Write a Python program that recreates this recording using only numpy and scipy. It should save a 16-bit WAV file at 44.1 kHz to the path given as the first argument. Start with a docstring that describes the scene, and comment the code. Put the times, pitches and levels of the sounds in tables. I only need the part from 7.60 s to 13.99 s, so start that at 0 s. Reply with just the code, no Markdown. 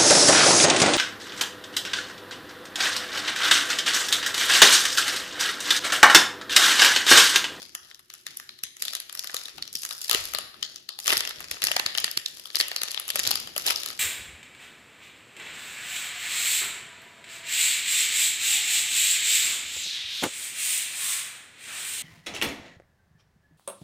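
"""A foil wrapper is pinched, pulled and torn open by hand, close to a stereo microphone in a small room.
First come scattered snaps of buckling creases, while each finger stroke adds crinkles and friction hiss.
As the pouch bends it gives soft thumps and then hollow pops, over the low rumble of the hands.
The seam rips in short runs near 2.5, 3.5, 5 and 6 s, amid louder and denser snaps.
Throughout, reflections from the walls leave a bright tail after every snap."""
import sys
import numpy as np
from scipy import signal
from scipy.fft import rfft, irfft, next_fast_len
from scipy.io import wavfile
from scipy.ndimage import map_coordinates

SR = 44100
rng = np.random.default_rng(int(sys.argv[2]) if len(sys.argv) > 2 else 0)


def generate_wav(signal):
    """Clip the signal to [-1, 1] and save it as 16-bit WAV at the path in sys.argv[1]."""
    frames = np.transpose(np.atleast_2d(signal))
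    scaled = np.clip(frames, -1, 1) * 32767
    pcm = np.round(scaled).astype(np.int16)
    wavfile.write(sys.argv[1], SR, pcm)


N = 281864
TIME = np.arange(N) / SR

# Relative spectral densities: frequency_hz, level_db
AIR_SPECTRUM = [(20, -27), (60, 19.5), (130, -3), (350, -7), (550, -19), (1500, 7), (5000, 5), (15000, -9)]  # still room
RUMBLE_SPECTRUM = [(20, -19), (35, -11), (70, 4.5), (120, 2.5), (190, 3), (380, 5), (800, -26)]  # moving hands
RECOIL_SPECTRUM = [(20, -14), (45, -2), (100, 0), (160, -20), (400, -28)]  # hands jerking apart
RUSTLE_SPECTRUM = [(150, -16), (600, -9.5), (900, -15), (1250, -9), (3000, -3), (4800, -2), (6800, -8),
                   (8500, -11.5), (15000, -20)]  # fine crinkles
SIZZLE_SPECTRUM = [(2000, -59), (5000, 14.5), (7000, 8), (8400, 13), (10500, 11), (13000, 7.5), (15000, 8),
                   (16500, 3)]  # sliding foil
RASP_SPECTRUM = [(150, -18), (420, -2), (850, -7), (1250, -3.5), (2000, 2), (3200, 6.5), (5000, -12),
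                 (8000, -27), (15000, -41)]  # tearing seam
SNAP_SPECTRUM = [(100, -45), (250, -17.5), (430, -9.5), (700, -7), (980, -10.5), (1220, 4.5), (1480, 0.5),
                 (1850, 8), (2250, 2), (2900, 0), (4400, -4.5), (6300, -5.5), (8200, -5), (11000, -5.5),
                 (13500, -9.5), (15700, -9.5)]  # buckling crease
ECHO_SPECTRUM = [(130, -4), (380, -9.5), (620, -2), (980, 3), (1210, -5), (1480, -2), (1900, -2.5),
                 (2500, -5), (4500, -4.5), (7000, -2), (8400, -9), (10500, -6), (13500, -12), (16000, -32)]  # wall reflections
# Faint steady hum in the room: frequency_hz, rms_db
HUM_TONES = [(134.6, -81.5), (366, -76.5)]
# Reverberation time: frequency_hz, t60_s
ROOM_DECAY = [(150, 3.17), (800, 0.495), (2000, 0.7645), (4500, 0.6161), (8000, 0.4356), (14000, 0.7)]
# Likeness of the two channels: frequency_hz, coherence_ratio
ROOM_COHERENCE = [(50, 1), (130, 0.84), (300, 0.81), (700, 0.027), (6500, 0.067), (10000, 0.72)]
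DIRECT_COHERENCE = [(150, 0.49), (550, 1), (1200, 0.35), (3000, 0.56), (6000, 0.05), (7500, 0.69),
                    (10000, 0.99)]
# Balance of the reverberation: frequency_hz, left_minus_right_db
ROOM_BALANCE = [(500, 1), (2300, 0.5), (4400, 6.5), (8000, 1.5), (11000, 0.5)]
# Weight on a close source's lean (left minus right level): frequency_hz, weight_ratio
LEAN_WEIGHT = [(150, 0.26), (600, 1.2), (1300, 1.71), (1900, 0), (2900, 1.72), (4800, 1.93), (6500, 0.44),
               (9000, 0.0061)]
# Phase between the channels: frequency_hz, left_lead_rad
PHASE_LEAD = [(700, -0.5), (1100, 2.5), (1800, 0.5), (2700, 4.5), (4200, 0.43), (6400, 0.5), (8200, -3),
              (11900, -6.5), (15700, -9.5)]

# Event levels below are relative: each source adds its own gain.
# Pinches and pulls of the fingers: start_s, length_s, rustle_db, sizzle_db, rumble_db
FINGER_STROKES = [(-.03, 0.014, -35.5, -48, -59), (0.032, 0.073, -75, -65, -69),
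                  (0.213, 0.066, -53, -71, -88), (0.52, 0.035, -52, -55, -90), (0.65, 0.08, -50, -68, -67),
                  (1.186, 0.17, -43.5, -51, -73), (1.524, 0.35, -43.5, -49, -83),
                  (1.933, 0.13, -51, -68, -54.5), (2.127, 0.55, -46.5, -40.5, -93),
                  (2.442, 0.25, -56, -79, -84), (2.732, 0.11, -60, -76, -59), (2.96, 0.18, -50.5, -72, -64),
                  (3.401, 0.2, -47, -40, -79), (3.751, 0.19, -39.5, -59, -57.5),
                  (4.014, 0.4, -53, -53, -56), (4.668, 0.21, -49.5, -48, -88), (4.72, 0.041, -50, -69, -62),
                  (4.95, 0.23, -58, -52, -83), (5.159, 0.41, -42.5, -58, -75), (5.534, 0.16, -29, -53, -54),
                  (5.71, 0.26, -47.5, -59, -59), (5.989, 0.22, -36.5, -46, -65),
                  (6.26, 0.19, -48, -53, -58.5)]
# Runs of the tearing seam: start_s, end_s, rasp_db, sizzle_db, recoil_db
SEAM_RIPS = [(2.497, 2.559, -26.5, -51, -54), (3.469, 3.533, -22, -23.5, -57.5),
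             (4.945, 4.942, -45, -37, -70), (4.992, 5.013, -64, -21.5, -80),
             (6.055, 6.115, -24.5, -26.5, -66)]
# The pouch bending as a whole: start_s, level_db
POUCH_THUMPS = [(0.653, -58), (1.025, -48.5), (1.729, -52), (2.142, -44.5), (2.536, -43), (3.515, -56),
                (3.56, -43), (3.904, -46.5), (4.026, -42), (4.15, -47), (4.248, -42), (4.428, -43),
                (4.561, -42.5), (4.942, -61), (5.223, -49), (5.581, -60), (6.055, -59)]
# A face of the pouch flipping over: start_s, level_db, pitch_hz
FACE_POPS = [(1.743, -35.5, 460), (1.981, -38, 800), (2.495, -30, 860), (2.548, -24.5, 410),
             (2.746, -31, 577), (2.786, -34, 586), (3.388, -39, 780), (3.526, -30, 356), (4.067, -35, 785),
             (4.111, -27.5, 596), (4.146, -39, 604), (4.164, -21.5, 740), (4.196, -28, 890),
             (4.574, -39.5, 356), (5.114, -45, 654), (5.373, -36.5, 800), (5.557, -25, 570),
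             (5.71, -26.5, 770), (5.963, -27.5, 603), (6.075, -30, 700)]
# Creases buckling: start_s, crack_db, ping_hz, body_re_crack_db, tick_re_crack_db, lean_db
CREASE_SNAPS = [(0.053, -39, 4300, -18, -10, 6), (0.1509, -29.0, 6400, -5.0, 4, 9.5),
                (0.313, -38.5, 3700, -5.0, -15, 5.0), (0.3466, -35.5, 5770, -22, -11, 5),
                (0.394, -47.5, 3830, -2, 4.5, 11), (0.5015, -36, 5840, -10, -6, 6),
                (0.5386, -41, 6890.0, -2.5, 7.5, 14), (0.6669, -25.5, 3640, -9.5, -6.0, 2.5),
                (0.7716, -38, 5900, -17, 14, 11), (0.7993, -36.0, 5500, -0.5, 0, 0),
                (0.8921, -29.5, 4260, -14.5, -19, 3.5), (0.9895, -39, 4000, -14, -9, 9.0),
                (1.0365, -21, 5170, -17.5, -1, 5.0), (1.1678, -43, 6500, -4, 5.5, 5),
                (1.2229, -21, 5160, -14.5, 2, 5), (1.2524, -23.5, 3570, -23, -5, 5.5),
                (1.282, -19, 3670, -19, -13, 4), (1.322, -39, 4830, -20, -10, 16),
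                (1.3342, -27.5, 5040.0, -9, -4, 5.0), (1.3518, -21, 3760, -16, -2.0, 4),
                (1.4017, -30.5, 4740, -10, 3.0, 6), (1.496, -30.5, 2600, -10, -7, 11),
                (1.5272, -41, 7100, -3, 11.5, 5), (1.5513, -36, 5400, -3, 8.5, 11),
                (1.5935, -20.5, 5900, -26, -5.0, 3.0), (1.644, -34, 5200, 0.5, 3.5, 16),
                (1.673, -24, 3500, -25, -7.5, 1.5), (1.6966, -35, 3790.0, 2.5, -14, 3.0),
                (1.7446, -29, 7000, -0.5, 8.5, 20), (1.7667, -20.5, 3780, -20, -8, 3),
                (1.8365, -37, 4440.0, -21, 1, 2), (1.856, -25.5, 3860, -26, -15, 7.0),
                (1.8834, -31.5, 4000, -9, -9, 3), (1.982, -35, 4000, -3, -7, 26),
                (2.0248, -19.5, 4177, -25.5, -16, -2), (2.0776, -30.5, 5960, -21, -12, 7),
                (2.1289, -37, 6300, -26, 3.5, 1.0), (2.1538, -18, 5170, -32, -7, 4),
                (2.2202, -35, 5080.0, -28, -1.0, 3), (2.2335, -30, 6500, -11.0, 3, 18),
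                (2.2508, -28.5, 6740.0, -6.5, 3.5, 2.5), (2.3096, -25.5, 4060, -8, -7, 14),
                (2.4162, -28, 4800, -31, 0.5, 2), (2.4454, -27, 4570.0, -22, -3, 6.0),
                (2.4964, -16.5, 4200, -14.5, -1, 2.5), (2.5122, -14.5, 6350, -8.5, 0.5, 24),
                (2.53, -20.5, 3960, -6, 0, 24), (2.547, -11, 2930.0, -14, -7.5, 1),
                (2.6537, -31.5, 5170, -18, 3.0, 10), (2.7367, -28.5, 6300, -0.5, 2, 9),
                (2.7489, -18.5, 4200.0, -9.5, -5.5, 12), (2.7863, -25.5, 6860, -5, 4.5, 15),
                (2.943, -42.5, 3660, 0.5, -13, 16), (3.0281, -13.5, 3200, -21.5, -18.5, 9.5),
                (3.16, -29, 6160.0, -21.0, -9.5, 8), (3.2906, -23.5, 4270, -15, -9.5, 12),
                (3.3893, -28.5, 4220, -15, -1, 20), (3.4011, -31.5, 6540, -17, -1, -7),
                (3.459, -24, 2470, -12, -8, 4), (3.47, -22.5, 3420.0, -13, 2.5, 2.0),
                (3.4791, -13.5, 7000, -9.0, -5, 7.0), (3.5044, -13, 2550, -11, -27, 2),
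                (3.5258, -14.5, 5020.0, -4, -19, 6), (3.5316, -19.0, 3070, -4, -1, -10),
                (3.57, -14, 5160, -14, -7.5, 2.5), (3.578, -22, 3190.0, -21, 2.5, -3),
                (3.6065, -17.5, 3050, -9.5, -7, 3), (3.6515, -22.5, 2660, -9.5, -11.0, 3),
                (3.6746, -22, 5250.0, -10, -10, 6), (3.6934, -33, 5200, -10, 4, 12),
                (3.7085, -28, 4130, -5.0, -11, -1), (3.805, -38.5, 2870, 6, 7, 3),
                (3.913, -22.5, 5070, -7.5, -1.5, 1), (3.9691, -47, 2490, 12, -4, 3),
                (4.02, -19.5, 2650, -11.5, -7.0, 6), (4.03, -18.5, 5580.0, -13, -20, -1),
                (4.0402, -17.5, 4870, -8.5, 3.5, 3), (4.0499, -22.5, 4420, -16, 1, 1),
                (4.07, -14, 5060, -16, -9, 6), (4.0843, -25, 2760, -1, -10, 4),
                (4.116, -13, 2900, -13, -10, 2.5), (4.1653, -12.5, 4800, -9, -10, 2),
                (4.1971, -15.0, 2600, -6.5, -10.0, -4), (4.2628, -13, 4420, -13.5, -13, 3.5),
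                (4.3512, -18.5, 2960, -11, -19, 3.5), (4.3763, -21.5, 4900, -6, -2.5, 4),
                (4.3827, -11, 3050, -21, -15, 6.5), (4.402, -35, 5210.0, -21, 11, -1),
                (4.4436, -13.0, 4570, -13, -5.5, 1.5), (4.4793, -25.5, 3030, -6.5, -21, 0),
                (4.5138, -28, 5300, -34, 2.5, 15), (4.5743, -11.5, 4500, -19.5, -10.5, -1.5),
                (4.661, -13.5, 4140, -32, -18.5, -2.5), (4.8564, -33.5, 3460, -9.5, -1, 43),
                (4.9029, -31, 3040, -13.5, -17, 6), (4.9485, -23, 2930, -10.5, -22, 10),
                (4.9562, -13, 4530, -24.5, -8.5, 6.0), (4.968, -20.5, 4400, -11, -6, -4),
                (5.0017, -10.5, 4350, -13.5, -19, 5), (5.0103, -12, 4600, -15.5, -10, -0.5),
                (5.083, -32, 2970, -10, 7, 18), (5.1156, -24.5, 4500, -4, -11, 2),
                (5.1629, -16, 4500, -18.5, -10.5, 3.5), (5.2174, -20.5, 4500, -10, -7, 1.5),
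                (5.2343, -22.5, 6150, -7, 2.5, 7), (5.279, -28.0, 3020, -15, -17.0, 11),
                (5.2842, -24, 5900, -15, -15, -1), (5.3092, -25.5, 4740.0, -28, -9, 1),
                (5.3163, -29.5, 6890.0, -16, 5, 14), (5.3457, -21, 3100, -16, -12, 13),
                (5.3757, -16, 3080, -18.5, -35, 7), (5.3986, -29, 2900, -6, 7.5, 16),
                (5.4802, -35.5, 3020, -5, 11, 2), (5.49, -26.0, 3280, -13.5, -1.0, 16),
                (5.5031, -17, 3230, -14.0, -4.5, 4.5), (5.5579, -22, 3270, -2, 5, 4.0),
                (5.5934, -20, 6890.0, -8.5, 3, 3), (5.6337, -29, 5900, -27, 3, -14),
                (5.6747, -14.0, 4533, -29, -4.5, -3), (5.7089, -25.5, 6030.0, -9, 6.5, 25),
                (5.7137, -12.5, 4270, -19.5, -7, 8.0), (5.7562, -19.5, 4800, -12.5, -1, 15),
                (5.801, -35, 3000, -23, 6, -12), (5.8738, -32.5, 3290, -6, -2, 8),
                (5.964, -23, 2970, -7, -1.5, 5), (5.9793, -25, 4650, -6.5, 6.5, 6),
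                (6.065, -18, 7170, -28, -0.5, -6), (6.0761, -14, 4350.0, -39, -17, 2),
                (6.1063, -18, 2730, -4.5, 0, 19), (6.1596, -15.5, 5280, -49, -14.5, 7),
                (6.2007, -30, 5750, -23, -3, 8), (6.234, -22, 2720, -20, -10, 5),
                (6.2609, -25.5, 4290.0, -11, 0.5, 7.0), (6.2869, -32, 4300, -9, 1, -1),
                (6.3031, -29.5, 4730, -6.5, -5, 13)]
# Limits of a snap's four bands (flex, body, crack, tick): edge_hz
BAND_EDGES = np.array([250, 900, 2500, 7000, 16000])


def amp(db):
    """Decibels to amplitude ratio."""
    return 10 ** (np.asarray(db) / 20)


def along(points, hz):
    """Interpolation of a curve on a logarithmic frequency axis."""
    frequencies, values = np.transpose(points)
    return np.interp(np.log(hz + 1), np.log(frequencies + 1), values)


def mid_side(pair, hz, coherence, lean_db):
    """Mid-side mixing gives two independent spectra a set coherence, phase and level difference."""
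    angle = np.arccos(np.clip(along(coherence, hz), 0, 1)) / 2
    mid, side = pair[0] * np.cos(angle), pair[1] * np.sin(angle)
    pan = amp(lean_db / 2) * np.exp(.5j * along(PHASE_LEAD, hz))
    return np.array([(mid + side) * pan, (mid - side) / pan])


def stereo(pair, spectrum, coherence, lean):
    """Spectral shaping turns two independent signals into partly coherent left and right."""
    size = next_fast_len(pair.shape[-1] + 8192)
    hz = np.fft.rfftfreq(size, 1 / SR)
    coloured = rfft(pair, size) * amp(along(spectrum, hz))
    return irfft(mid_side(coloured, hz, coherence, lean(hz)), size)[:, :pair.shape[-1]]


def unit_rms(x):
    """Normalisation to unit mean power."""
    return x / np.sqrt(np.mean(x ** 2) + 1e-20)


def envelope(rows, release_s, attack_s=.012):
    """Linear attack, hold and exponential decay for each row of start_s, length_s, level_db."""
    out = np.zeros(N)
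    for start, length, db in rows:
        first = max(round(start * SR), 0)
        age = TIME[first:first + SR] - start
        release = np.exp(-np.maximum(age - length, 0) / release_s)
        out[first:first + SR] += amp(db) * np.clip(age / attack_s, 0, 1) * release
    return out


def background(hand_motion, air_db=-72, rumble_db=-1, lump_db=3, lumps_per_s=16, recoil_s=.09):
    """Superposition of still air, hum, the hands' lumpy rumble and their recoil after each rip."""
    def noise(spectrum):
        return unit_rms(stereo(rng.standard_normal((2, N)), spectrum, ROOM_COHERENCE, np.zeros_like))

    hum = sum(np.sqrt(2) * amp(db) * np.sin(2 * np.pi * (hz * TIME + rng.random()))
              for hz, db in HUM_TONES)
    lumps = amp(lump_db * map_coordinates(rng.standard_normal(SR // 100), [TIME * lumps_per_s]))
    rumble = amp(rumble_db) * hand_motion * lumps * noise(RUMBLE_SPECTRUM)
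    recoil = envelope([(end, recoil_s, db) for _, end, _, _, db in SEAM_RIPS], release_s=.067)
    return rumble + recoil * noise(RECOIL_SPECTRUM) + amp(air_db) * noise(AIR_SPECTRUM) + hum


def reverberation(source, gap_s=.0025, build_s=.0016, early_s=.04, positions=26):
    """Convolution with a decaying room response, drawn anew for each position of the moving pouch."""
    out, hop = np.zeros((2, N + 2 * SR)), N // positions + 1
    for start in range(0, N, hop):
        hz, t, noise = signal.stft(rng.standard_normal((2, SR * 2 // 3)), SR, nperseg=256)
        decay = amp(-60 * t / along(ROOM_DECAY, hz)[:, None])
        tail = signal.istft(noise * decay, SR, nperseg=256)[1]
        age = np.arange(tail.shape[1]) / SR
        onset = 1 - np.exp(-np.maximum(age - gap_s, 0) / build_s)
        reflections = np.repeat(rng.standard_normal(len(age)), 48)[:len(age)]
        tail *= onset * np.exp(reflections * np.exp(-age / early_s))  # the first ones stand out singly
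        tail /= np.linalg.norm(tail[0])
        tail = stereo(tail, ECHO_SPECTRUM, ROOM_COHERENCE, lambda f: along(ROOM_BALANCE, f))
        echo = signal.fftconvolve(source[None, start:start + hop], tail, axes=1)
        out[:, start:start + echo.shape[1]] += echo
    return out[:, :N]


def fingers():
    """Incoherent addition: strokes add in power to the steady rustle, sizzle and rumble of holding."""
    start, length, rustle_db, sizzle_db, rumble_db = np.transpose(FINGER_STROKES)

    def drive(stroke_db, hold_db, release_s):
        return np.hypot(amp(hold_db), envelope(zip(start, length, stroke_db), release_s))

    return (drive(rustle_db, hold_db=-73, release_s=.052),
            drive(sizzle_db, hold_db=-65, release_s=.052),
            drive(rumble_db, hold_db=-72.5, release_s=.067))


def crinkles(rate_hz, spread_db, grain_s, hiss):
    """Shot noise: tiny buckles of random time and size, over the even hiss of sliding friction."""
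    hits = rng.random(N) < rate_hz / SR
    power = hits * amp(spread_db * np.clip(rng.standard_normal(N), -2, 2)) ** 2
    power = signal.lfilter([1], [1, -np.exp(-1 / (grain_s * SR))], power)
    return np.sqrt(power / power.mean() + hiss ** 2) * rng.standard_normal((2, N))


def radiate(grains, spectrum, lean_db=4):
    """Direct radiation from the foil colours the grains and is stronger on the left."""
    return unit_rms(stereo(grains, spectrum, DIRECT_COHERENCE, lambda f: lean_db * along(LEAN_WEIGHT, f)))


def rustle(bending, rubbing, rustle_db=-4, sizzle_db=-3):
    """Small-scale buckling and friction make the handled foil rustle and sizzle."""
    grains = crinkles(rate_hz=230, spread_db=5.3, grain_s=.0005, hiss=.25)
    return (bending * amp(rustle_db) * radiate(grains, RUSTLE_SPECTRUM)
            + rubbing * amp(sizzle_db) * radiate(grains, SIZZLE_SPECTRUM))


def rips(rasp_gain_db=-4, sizzle_gain_db=-3, edge_s=.045, swell_db_per_s=89):
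    """Tear propagation: crinkles crowd into one rasp that grows as the seam runs."""
    grains = crinkles(rate_hz=380, spread_db=3.8, grain_s=.0008, hiss=.28)
    rasp = amp(rasp_gain_db) * radiate(grains, RASP_SPECTRUM)
    sizzle = amp(sizzle_gain_db) * radiate(grains, SIZZLE_SPECTRUM)
    out = np.zeros((2, N))
    for start, end, rasp_db, sizzle_db, _ in SEAM_RIPS:
        pull = np.clip(np.minimum(TIME - start, end - TIME) / edge_s + .5, 0, 1)
        swell = amp(swell_db_per_s * (np.clip(TIME, start, end) - (start + end) / 2))
        out += pull * swell * (amp(rasp_db) * rasp + amp(sizzle_db) * sizzle)
    return out


def thumps(high_hz=330, low_hz=85, fall_s=.0048, t60_s=.058, rise_s=.00056, delay_s=.0093, gain_db=-1):
    """Dispersion: as the whole pouch gives way, its slow, low bending waves arrive last."""
    t = np.arange(SR // 4) / SR
    glide_hz = low_hz + (high_hz - low_hz) * np.exp(-t / fall_s)
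    shape = amp(-60 * t / t60_s) * (1 - np.exp(-t / rise_s))
    out = np.zeros(N + SR)
    for start, db in POUCH_THUMPS:
        pitch_hz = glide_hz * np.exp(rng.normal(0, .39))
        flap = shape * np.sin(2 * np.pi * np.cumsum(pitch_hz) / SR)
        out[round((start + delay_s) * SR):][:len(t)] += amp(db + gain_db) * flap / abs(flap).max()
    return out[:N]


def pops(t60_cycles=10, rise_s=.00074, sag=.067, sag_s=.0053, gain_db=-1, delay_s=.00083):
    """Snap-through: a taut face flips and rings as a damped mode, its pitch sinking with the tension."""
    t = np.arange(SR // 8) / SR
    out = np.zeros(N)
    for start, db, hz in FACE_POPS:
        phase = 2 * np.pi * np.cumsum(hz * (1 + sag * np.exp(-t / sag_s))) / SR
        ring = amp(-60 * t * hz / t60_cycles) * (1 - np.exp(-t / rise_s)) * np.sin(phase)
        out[round((start + delay_s) * SR):][:len(t)] += amp(db + gain_db) * ring / abs(ring).max()
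    return out


def facet_response(hz, ping_hz, ping_db, log_width=.091, upper_ratio=2.48, upper_share=.2):
    """Resonance: a facet's main mode and a weaker upper mode raise peaks on the foil's spectrum."""
    main, upper = (np.exp(-.5 * (np.log((hz + 1) / centre) / log_width) ** 2)
                   for centre in (ping_hz, upper_ratio * ping_hz))
    return amp(along(SNAP_SPECTRUM, hz) + ping_db * (main + upper_share * upper))


def snaps(t60_s, impulse, ping_db, lead_in_s=.0016, snap_s=.002, travel_s=.001074, early_s=.0005):
    """Buckling: each crease excites a facet, and dispersive bending waves carry the treble out first."""
    size, margin = 1024, 256  # samples
    t, hz = np.arange(size) / SR, np.fft.rfftfreq(size, 1 / SR)
    start_s, crack_db, ping_hz, body_db, tick_db, lean_db = np.array(CREASE_SNAPS).T[:, :, None]
    # A brief swell of noise softens each snap's attack: the buffer's end wraps round ahead of it.
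    rattle = amp(-60 * t / t60_s) + .31 * np.exp(-t[::-1] / lead_in_s)
    burst = rng.standard_normal((len(start_s), 2, size)).transpose(1, 0, 2) * rattle
    burst[0, :, 0] += impulse
    spectra = mid_side(rfft(burst), hz, DIRECT_COHERENCE, lean_db * along(LEAN_WEIGHT, hz))
    spectra *= facet_response(hz, ping_hz, ping_db)
    # A bigger facet has more body and flex, and the pouch loosens the longer it is worked.
    flex_db = body_db - 18 + 1.72 * start_s
    target_db = crack_db + np.hstack([flex_db, body_db, np.zeros_like(start_s), tick_db])
    # Bring each band to its level, taken as mean power over snap_s.
    lows, highs = BAND_EDGES[:-1], BAND_EDGES[1:]
    centres = np.sqrt(lows * highs)
    power = np.mean(abs(spectra) ** 2, axis=0) * 2 / (size * snap_s * SR)
    band_db = 10 * np.log10([power[:, (hz >= lo) & (hz < hi)].sum(1) for lo, hi in zip(lows, highs)]).T
    spectra *= amp([along(np.c_[centres, gains], hz) for gains in target_db - band_db])
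    # Travel time falls with the root of frequency; it equals travel_s at the body band's centre.
    phase = 4 * np.pi * travel_s * np.sqrt(hz * centres[1])
    waves = np.roll(irfft(spectra * np.exp(-1j * phase)), margin, axis=-1)
    out = np.zeros((2, N + 2 * size))
    for k, start in enumerate(start_s[:, 0]):
        first = max(round((start - early_s) * SR) - margin, 0)
        out[:, first:first + size] += waves[:, k]
    return out[:, :N]


def scene(echo_db=-3, flex_echo_db=-7, flex_lean_db=4):
    """The wrapper's direct sound, its reverberant field and the background add linearly."""
    bending, rubbing, hand_motion = fingers()
    crinkle = rustle(bending, rubbing) + rips()
    flex = thumps() + pops()
    flex_pan = amp([[flex_lean_db / 2], [-flex_lean_db / 2]])
    direct = snaps(t60_s=.0095, impulse=1.7, ping_db=7.5) + crinkle + flex * flex_pan
    # The walls receive sound from all sides of the foil, so each snap's spectral ripple partly evens out.
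    outward = snaps(t60_s=.005, impulse=7, ping_db=4)
    echo = reverberation(outward[0] + crinkle[0] + amp(flex_echo_db) * flex)
    return direct + amp(echo_db) * echo + background(hand_motion)


def record(dry, ceiling=.85, cutoff_hz=16300):
    """Soft saturation rounds the highest peaks, and a steep low-pass limits the bandwidth."""
    rounded = dry / (1 + abs(dry / ceiling) ** 6) ** (1 / 6)
    size = next_fast_len(N + 8192)
    low_pass = 1 / np.sqrt(1 + (np.fft.rfftfreq(size, 1 / SR) / cutoff_hz) ** 140)
    return irfft(rfft(rounded, size) * low_pass, size)[..., :N]


dry = scene()
out = record(dry)
generate_wav(out)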